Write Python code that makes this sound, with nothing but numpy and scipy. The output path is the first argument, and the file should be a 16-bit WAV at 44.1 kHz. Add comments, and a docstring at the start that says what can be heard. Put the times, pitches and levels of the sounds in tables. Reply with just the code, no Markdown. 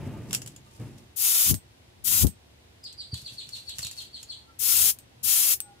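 """In a small workshop, close to the left microphone, an airbrush sprays a fishing lure in four bursts.
Each burst is turbulent noise combed by reflections; a click of the valve with ringing metal ends it.
Low-frequency eddies from the jet twice buffet the microphone. The lure's stand creaks in noise cracks
with ringing modes, and drags and bumps on the bench. A bird outside sings falling notes as gliding
sines, thin pairs of tones come and go, and a fan hums as wavering lines over faint room noise."""
import sys
import numpy as np
from scipy import signal
from scipy.fft import rfft, irfft
from scipy.io import wavfile
from scipy.ndimage import uniform_filter1d

SR = 44100
rng = np.random.default_rng(int(sys.argv[2]) if len(sys.argv) > 2 else 0)


def persist_wave(psi):
    """Save psi, clipped to +-1, as 16-bit WAV."""
    counts = np.round(np.clip(psi, -1, 1) * 32767).astype(np.int16)
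    wavfile.write(sys.argv[1], SR, np.atleast_2d(counts).T)


N = 255780
TIME = np.arange(N) / SR
BIN_HZ = np.fft.rfftfreq(N, 1 / SR)


def undb(db):
    """Logarithmic level: decibels become an amplitude gain."""
    return 10 ** (np.asarray(db) / 20)


def unit(x):
    """Normalisation: scale to an rms of 1."""
    return x / np.sqrt(np.mean(x ** 2))


def db_at(points, hz):
    """Spectral envelope: interpolate (Hz, dB) points on a log-frequency axis."""
    point_hz, db = np.transpose(points)
    return np.interp(np.log(hz + 1), np.log(point_hz), db)


def tint(x, db):
    """Linear filtering: apply a gain in dB to every frequency bin."""
    return irfft(rfft(x) * undb(db), N)


def steep_lowpass_db(corner_hz):
    """Butterworth response: the gain in dB of a second-order low-pass at every frequency bin."""
    return -10 * np.log10(1 + (BIN_HZ / corner_hz) ** 4)


def noise(colour):
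    """Coloured noise: uncorrelated left and right of one spectrum, rms 1."""
    white = rng.standard_normal((2, N))
    return unit(tint(white, db_at(colour, BIN_HZ)))


def walk(rate):
    """Slow random modulation: random steps at the given rate in Hz, smoothed, rms 1."""
    size = int(SR / rate)
    steps = np.repeat(rng.standard_normal(N // size + 1), size)
    return unit(uniform_filter1d(steps, size)[:N])


def lowpass(x, hz):
    """Treble attenuation: a second-order Butterworth low-pass."""
    return signal.sosfilt(signal.butter(2, hz, fs=SR, output="sos"), x)


def pan(db):
    """Interaural level difference: left and right gains for left minus right in dB."""
    return undb(np.array([[db], [-db]]) / 2)


def add(out, s, sound):
    """Superposition: mix a sound in at s seconds."""
    start = max(int(s * SR), 0)
    out[:, start:start + sound.shape[-1]] += sound[..., :N - start]


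def fade(t, t60):
    """Exponential decay: 60 dB down after t60 seconds."""
    return np.exp(-np.log(1000) * t / t60)


def ring(modes, t):
    """Modal synthesis: decaying sines, each with its own random phase at the two microphones."""
    total = 0
    for hz, db, t60 in modes:
        cycles = hz * t + rng.random((2, 1))
        total = total + undb(db) * fade(t, t60) * np.sin(2 * np.pi * cycles)
    return total


def swell(events, shape):
    """Gain envelopes, summed: each is 20 dB down one rise before and one fall after its peak."""
    total = 0
    for s, db, rise, fall in events:
        distance = np.maximum((s - TIME) / rise, (TIME - s) / fall)
        total = total + undb(db - 20 * distance ** shape)
    return total


def reverb(x, t60, wet_db):
    """Diffuse reverberation: the sound plus dense, exponentially decaying reflections."""
    t = TIME[:SR // 2]
    tail = rng.standard_normal((2, len(t))) * fade(t, t60) * (t > .003)
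    tail /= np.sqrt(np.sum(tail ** 2) / 2)
    return x + undb(wet_db) * signal.fftconvolve(x, tail, axes=1)[:, :N]


# Spectrum of the quiet room. Each row: frequency in Hz, relative level in dB per Hz.
ROOM_COLOUR = [(25, -34.5), (45, -14.5), (70, -4), (110, -7), (150, -15.5), (270, -16.5), (420, -21),
               (850, -24.5), (1200, -30.5), (1950, -29), (3700, -29.5), (7000, -37.5), (11000, -40),
               (15400, -46.5)]
# Lines of the fan. Each row: frequency in Hz, level in dB about which it wavers.
FAN_LINES = [(120, -63), (357, -75.5), (1005, -86), (1534, -85), (1890, -91), (2710, -88.5), (3752, -92),
             (10907, -90)]


def workshop(room_db=-58, side_db=2.0, waver_db=3.5):
    """Spatial coherence: long waves reach both microphones alike; the fan adds wavering sine lines."""
    spread = 1 / (1 + (230 / (BIN_HZ + 1)) ** 2)
    mid, side = rfft(noise(ROOM_COLOUR))
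    out = irfft(mid + np.outer([1, -1], side * spread) * undb(side_db), N) * undb(room_db)
    for line_hz, db in FAN_LINES:
        # the higher the line, the further apart its left and right phases may lie, up to half a cycle
        offset = rng.random((2, 1)) * min(line_hz / 3000, .5)
        cycles = np.cumsum(line_hz + 3 * walk(16)) / SR + offset
        out = out + undb(db + waver_db * walk(1.93)) * np.sin(2 * np.pi * cycles)
    return out


# Faint far-off pairs of tones. Each row: start in seconds, lower frequency in Hz,
# upper frequency in Hz, level of the lower tone in dB before it swells and wavers.
TONE_PAIRS = [(0, 879, 1206, -56), (.623, 900, 1200, -63), (4.35, 878, 1340, -68.5), (5.58, 815, 1440, -62)]


def far_tones(duration_s=0.29, upper_db=-6.0, sag=0.011, waver_db=6.0):
    """Amplitude and frequency modulation: thin tone pairs swell, waver, sag a little in pitch and fade."""
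    out = np.zeros((2, N))
    u = np.arange(int(duration_s * SR)) / (duration_s * SR)
    for s, lower_hz, upper_hz, db in TONE_PAIRS:
        for hz, tone_db in (lower_hz, db), (upper_hz, db + upper_db):
            pitch = hz * (1 + sag * (.5 - u)) + 9 * walk(110)[:len(u)]
            cycles = np.cumsum(pitch) / SR + rng.random((2, 1)) / 2
            gain = undb(tone_db + waver_db * walk(30)[:len(u)]) * np.sqrt(np.sin(np.pi * u))
            add(out, s, gain * np.sin(2 * np.pi * cycles))
    return out


# The bird's run. Each row: start in seconds, level in dB relative to the other notes.
BIRD_NOTES = [(2.827, -39), (2.97, -37.5), (3.11, -37), (3.238, -37.5), (3.365, -36.5), (3.513, -36),
              (3.661, -36.5), (3.81, -34.5), (3.961, -37.5), (4.123, -39), (4.279, -37)]


def bird(note_s=.048, settled_hz=4564, start_high_hz=421, settle_s=.28, drop=.35, drop_spread=0.078,
         octave_db=-10, octave_hz=7400, octave_width_hz=600, level_db=-8.0):
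    """Frequency glides: whistled notes hang and then plunge with a rasp, smeared by echoes."""
    out = np.zeros((2, N))
    rasp = walk(1500)
    u = np.arange(int(note_s * SR)) / (note_s * SR)
    envelope = np.interp(u, [0, .12, .22, .6, 1], [0.063, 0.2, 1.0, 1.0, 0.34])
    for s, db in BIRD_NOTES:
        # the run starts high and settles on one pitch
        top_hz = settled_hz + start_high_hz * np.exp(-((s - BIRD_NOTES[0][0]) / settle_s) ** 2)
        plunge = drop * (1 + drop_spread * rng.uniform(-0.93, 1))  # no two notes fall alike
        roughness = .08 * u ** 1.4 * rasp[int(s * SR):][:len(u)]
        hz = top_hz * (1 - plunge * u ** 2.3 + roughness)
        phase = 2 * np.pi * np.cumsum(hz) / SR
        # the octave swells as it crosses a resonance of the beak
        beak = 1 / np.hypot(1, (2 * hz - octave_hz) / octave_width_hz)
        tone = np.sin(phase) + undb(octave_db) * beak * np.sin(2 * phase)
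        add(out, s, undb(db + level_db) * envelope * tone)
    scattered = reverb(out, t60=.24, wet_db=11)
    return reverb(scattered, t60=0.4, wet_db=-8)


# Spectrum of the shaken boards. Each row: frequency in Hz, relative level in dB per Hz.
BOARD_COLOUR = [(25, -38), (50, -10), (80, -7.5), (120, 5), (165, -7), (220, -5.5), (330, -11), (450, -18),
                (650, -22.5), (1400, -33), (2600, -33), (5000, -53.5)]
# The stand drags. Each row: time of the peak in seconds, level in dB, rise in seconds, fall in seconds.
BENCH_DRAGS = [(.06, -34.5, 0.42, 0.52), (.31, -45, 0.064, 0.18), (.805, -37.5, .022, 0.26)]
# Soft bumps. Each row: start in seconds, level in dB that scales the board modes.
BENCH_BUMPS = [(3.128, -25), (3.225, -40), (3.319, -43.5), (3.473, -47), (3.79, -39), (3.848, -41)]


def bench(apart_db=-13, push_s=0.0045):
    """Structure-borne sound: drags and bumps shake the boards, nearly alike at both microphones."""
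    common, apart = noise(BOARD_COLOUR)
    rumble = common + undb(apart_db) * np.outer([1, -1], apart)
    out = rumble * swell(BENCH_DRAGS, shape=1.16)
    t = TIME[:SR // 3]
    # Each row: frequency in Hz, relative level in dB, 60 dB decay time in seconds.
    boards = [(78.7, -5.0, 0.14), (118.0, 2.0, 0.084), (176.6, -15, 0.18), (250, -11.5, 0.048),
              (370, -15, 0.033)]
    for s, db in BENCH_BUMPS:
        push = np.minimum(t / push_s, 1)
        add(out, s, undb(db) * push * ring(boards, t)[0])
    return out


# The joints slip. Each row: start in seconds, level in dB that scales the crack and the ringing,
# relative level in dB of the crack's low part.
JOINT_SLIPS = [(0.3088, -37, 18.5), (0.3297, -19, 8), (0.3397, -27, 11), (0.3478, -15.5, 0),
               (0.4181, -31.5, 9), (0.4612, -35.5, 11), (0.4746, -32, 0), (0.5624, -38, -10),
               (2.84, -41.5, -9), (2.9273, -42.5, 0), (3.142, -32.5, 8), (3.4901, -36.5, -9),
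               (3.693, -33, -9), (3.784, -27, 0), (3.7911, -29, 15.5), (3.8286, -30.5, 8),
               (3.8476, -27, -8), (3.868, -27.5, -7), (3.912, -32.5, -13), (4.2297, -35.5, -10)]
# Spectrum of a slip. Each row: frequency in Hz, relative level in dB per Hz.
JOINT_COLOUR = [(290, -59.5), (500, -18), (2390, -14.5), (2680, -5.5), (4000, -10), (4960, -3),
                (5480, -4.5), (8190, -4), (11400, -8.5), (15400, -16.5)]
# Modes of the stand. Each row: frequency in Hz before the grip shifts it, relative level in dB,
# 60 dB decay time in seconds before the grip shifts it.
JOINT_MODES = [(2960, 4, 0.028), (4910, -7, 0.05), (6800, 2, .04), (7060, 13.5, 0.062), (7690, 18, 0.026),
               (7800, -9, 0.082)]
# Finger strokes. Each row: time of the peak in seconds, relative level in dB,
# rise in seconds, fall in seconds.
FINGER_RUBS = [(.1, -62, .6, 0.78), (.345, -40, 0.072, .035), (.48, -57, 0.073, 0.069),
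               (.81, -63, 0.22, 0.39), (3.17, -52.5, 0.038, 0.48), (3.57, -49.5, 0.12, 0.069),
               (3.82, -48, 0.16, 0.17), (4.02, -43.5, 0.086, 0.045), (4.33, -58, 0.42, 0.1)]


def stand(crack_t60=0.017, ring_db=-22, body_db=-4, rub_db=-1, rise_s=0.00056):
    """Stick-slip friction: tight joints give dry cracks that ring the stand; fingers rub unevenly."""
    out, grit, t = np.zeros((2, N)), noise(JOINT_COLOUR), TIME[:SR // 6]
    body = lowpass(noise(JOINT_COLOUR), 2600)
    for s, db, low_db in JOINT_SLIPS:
        span = int(s * SR) + np.arange(len(t))
        crack = (grit[:, span] + undb(body_db + low_db) * body[:, span]) * fade(t, crack_t60)
        grip = 1 + 0.035 * rng.standard_normal()  # the hand's grip shifts the modes
        sound = crack + undb(ring_db) * ring(JOINT_MODES, t * grip)
        add(out, s, undb(db) * np.minimum(t / rise_s, 1) * sound)
    catching_db = 3 * walk(300) + 2.5 * walk(35)
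    return out + grit * swell(FINGER_RUBS, shape=1.25) * undb(rub_db + catching_db)


# Spectrum of the eddies. Each row: frequency in Hz, relative level in dB per Hz.
EDDY_COLOUR = [(20, -25.5), (50, -12), (78, 4), (125, -2), (155, -9.5), (190, -4), (300, -13.5), (500, -26),
               (850, -32), (2000, -52)]
# Gusts at the left microphone. Each row: time of the peak in seconds, level in dB,
# rise in seconds, fall in seconds.
JET_GUSTS = [(1.523, -19, 0.057, 0.054), (2.18, -35, 0.16, 0.14), (2.243, -12.5, .028, 0.047),
             (4.83, -41, .15, 0.11), (5.235, -45.5, 0.018, 0.16)]
# Large eddies strike the left port. Each row: time of the core in seconds, half-length in seconds,
# peak level in dB.
EDDY_PUFFS = [(1.514, 0.0027, -13.5), (2.248, .0018, -1), (2.274, 0.0017, -14.5)]


def draught(lean_db=28, dull_hz=260, fierce_db=-14):
    """Turbulent pressure: eddies roll over the left microphone port; weak ones of their own reach the right."""
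    eddies = noise(EDDY_COLOUR)
    strength = np.sqrt(uniform_filter1d(eddies ** 2, size=SR // 50))
    eddies = unit(eddies / strength ** .7)  # successive eddies are of similar strength
    gust = swell(JET_GUSTS, shape=1.47)
    # only a fierce gust breaks into small, bright eddies
    large = tint(eddies, steep_lowpass_db(dull_hz))
    brightness = np.sqrt(np.minimum(gust / undb(fierce_db), 1))
    left, right = gust * (large + (eddies - large) * brightness)
    for s, half_s, db in EDDY_PUFFS:
        u = (TIME - s) / half_s
        # sharp suction at the core, a push either side
        left = left + undb(db) * (u ** 2 - 1) / (1 + u ** 2) ** 2
    return np.array([left, undb(-lean_db) * right])


# Spectrum of the jet. Each row: frequency in Hz, relative level in dB per Hz.
JET_COLOUR = [(210, -41.5), (350, -23), (504, -25.5), (797, -20.5), (1200, -22.5), (1320, -16), (1480, -20),
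              (2920, -10), (4010, -9.5), (7200, -2.5), (8850, -2.5), (12900, -1.5), (15400, -3)]
# The air valve snaps shut. Each row: start in seconds, relative level of the tick in dB,
# level of the last puff of air in dB, left minus right in dB.
VALVE_CLICKS = [(1.5426, -24.5, -30, -2), (2.2689, -24, -31, -4.5), (4.9877, -38, -47, 2),
                (5.6036, -19.5, -41, 4)]
# Modes of the airbrush body. Each row: frequency in Hz, relative level in dB, 60 dB decay time in seconds.
BODY_MODES = [(8200, 0, .16), (8860, -6, .04), (11590, 2, .018), (11740, -7, .06), (12030, -9, .05),
              (13910, -9, .05), (14380, -8, .05)]


def valve(tick_db=5, tick_t60=0.004, puff_t60=0.11, ring_db=-15):
    """Impact excitation: the seating valve ticks, rings the metal body and lets out a last puff."""
    out, air, t = np.zeros((2, N)), noise(JET_COLOUR), TIME[:SR // 4]
    for s, db, puff_db, lean_db in VALVE_CLICKS:
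        escape = undb(db + tick_db) * fade(t, tick_t60) + undb(puff_db) * fade(t, puff_t60)
        span = (int(s * SR) + np.arange(len(t))) % N
        snap = air[:, span] * escape
        add(out, s, pan(lean_db) * (snap + undb(db + ring_db) * ring(BODY_MODES, t)))
    return out


# Pulls of the trigger. Each row: pressed at in seconds, released at in seconds, relative level in dB,
# left minus right in dB once the aim has settled, time constant of easing open in seconds.
TRIGGER_PULLS = [(1.159, 1.51, -20.5, 0.5, 0.043), (2.039, 2.231, -21, 2, 0.024),
                 (4.588, 4.905, -20.5, 3.5, 0.039), (5.228, 5.538, -21, 2, 0.024)]


def trigger(crack_s=0.0084, crack_db=-15.5, bleed_db_per_s=730, aim_db=8, aim_s=0.068, unlean_db_per_s=194):
    """Flow control: each pull cracks the valve quickly, eases it open, holds, then bleeds the air away."""
    flow = 0
    for pressed, released, db, lean_db, ease_s in TRIGGER_PULLS:
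        age = np.maximum(TIME - pressed, 0)
        closing = np.maximum(TIME - released, 0)
        air_db = db + crack_db * np.exp(-age / ease_s) - bleed_db_per_s * closing
        # the jet starts aimed near the left microphone and swings onto the lure; dying, it loses its lean
        side_db = lean_db + aim_db * np.exp(-age / aim_s) - unlean_db_per_s * closing
        flow = flow + np.minimum(age / crack_s, 1) * undb(air_db + np.outer([1, -1], side_db) / 2)
    return flow


def paths(x, bounce, sway, count=7, order=4):
    """Comb filtering: direct sound plus bounces off lure, stand and walls that shift as the hand moves."""
    fine = signal.resample_poly(x, order, 1)  # upsampled, for finely graded delays
    out = x
    for lag in rng.uniform(0.0004025, .005, count):
        arrival = (TIME - lag - sway * walk(1.497)) * order * SR
        index = np.clip(np.rint(arrival).astype(int), 0, len(fine) - 1)
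        out = out + bounce * fine[index]
    return unit(out)


# The right microphone lies in shadow. Each row: frequency in Hz, extra left minus right in dB.
SHADOW = [(200, -8.5), (1200, 3.5), (2200, 2.5), (4500, 2), (7200, 0), (9500, 2.5), (13000, 6.5),
          (15500, 2.5)]


def spray(level_db=2, flutter_db=0.72, sway_s=.00006, port_lag_s=.0003, body_hz=3500, body_growth=0.93):
    """Jet noise: one turbulent jet hisses, and each microphone hears it through its own comb of reflections."""
    jet = noise(JET_COLOUR)[0]
    left = paths(jet, .2, sway_s)
    right = paths(np.roll(jet, int(port_lag_s * SR)), .4, sway_s)
    # the cloud of spray around the lure adds hiss that is unrelated left and right
    hiss = unit(np.array([left, right]) + .8 * noise(JET_COLOUR))
    hiss = tint(hiss, np.outer([1, -1], db_at(SHADOW, BIN_HZ)) / 2)
    flow = trigger()
    # a half-open valve hisses thinly; the large, low eddies need full flow
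    opening = np.minimum(flow.mean(axis=0) / undb(-21.5), 1)
    body = tint(hiss, steep_lowpass_db(body_hz))
    hiss = hiss - body * (1 - opening ** body_growth)
    return hiss * flow * undb(level_db + flutter_db * walk(70))


def scene():
    """Superposition of sources: close sounds in a small, dry room, over the bird, far tones and fan."""
    background = workshop() + far_tones() + bird()
    handling = bench() + reverb(stand(), t60=0.12, wet_db=-6.0)
    airbrush = reverb(valve() + spray(), t60=0.1, wet_db=-13.0)
    return background + handling + draught() + airbrush


def record(dry):
    """Band limiting: a high-pass thins the deepest bass and an elliptic low-pass cuts the top steeply."""
    thinned = signal.sosfilt(signal.butter(2, 42, "highpass", fs=SR, output="sos"), dry)
    # order 12, 0.1 dB ripple, 80 dB rejection, edge at 15600 Hz
    return signal.sosfilt(signal.ellip(12, .1, 80, 15600, fs=SR, output="sos"), thinned)


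dry = scene()
out = record(dry)
persist_wave(out)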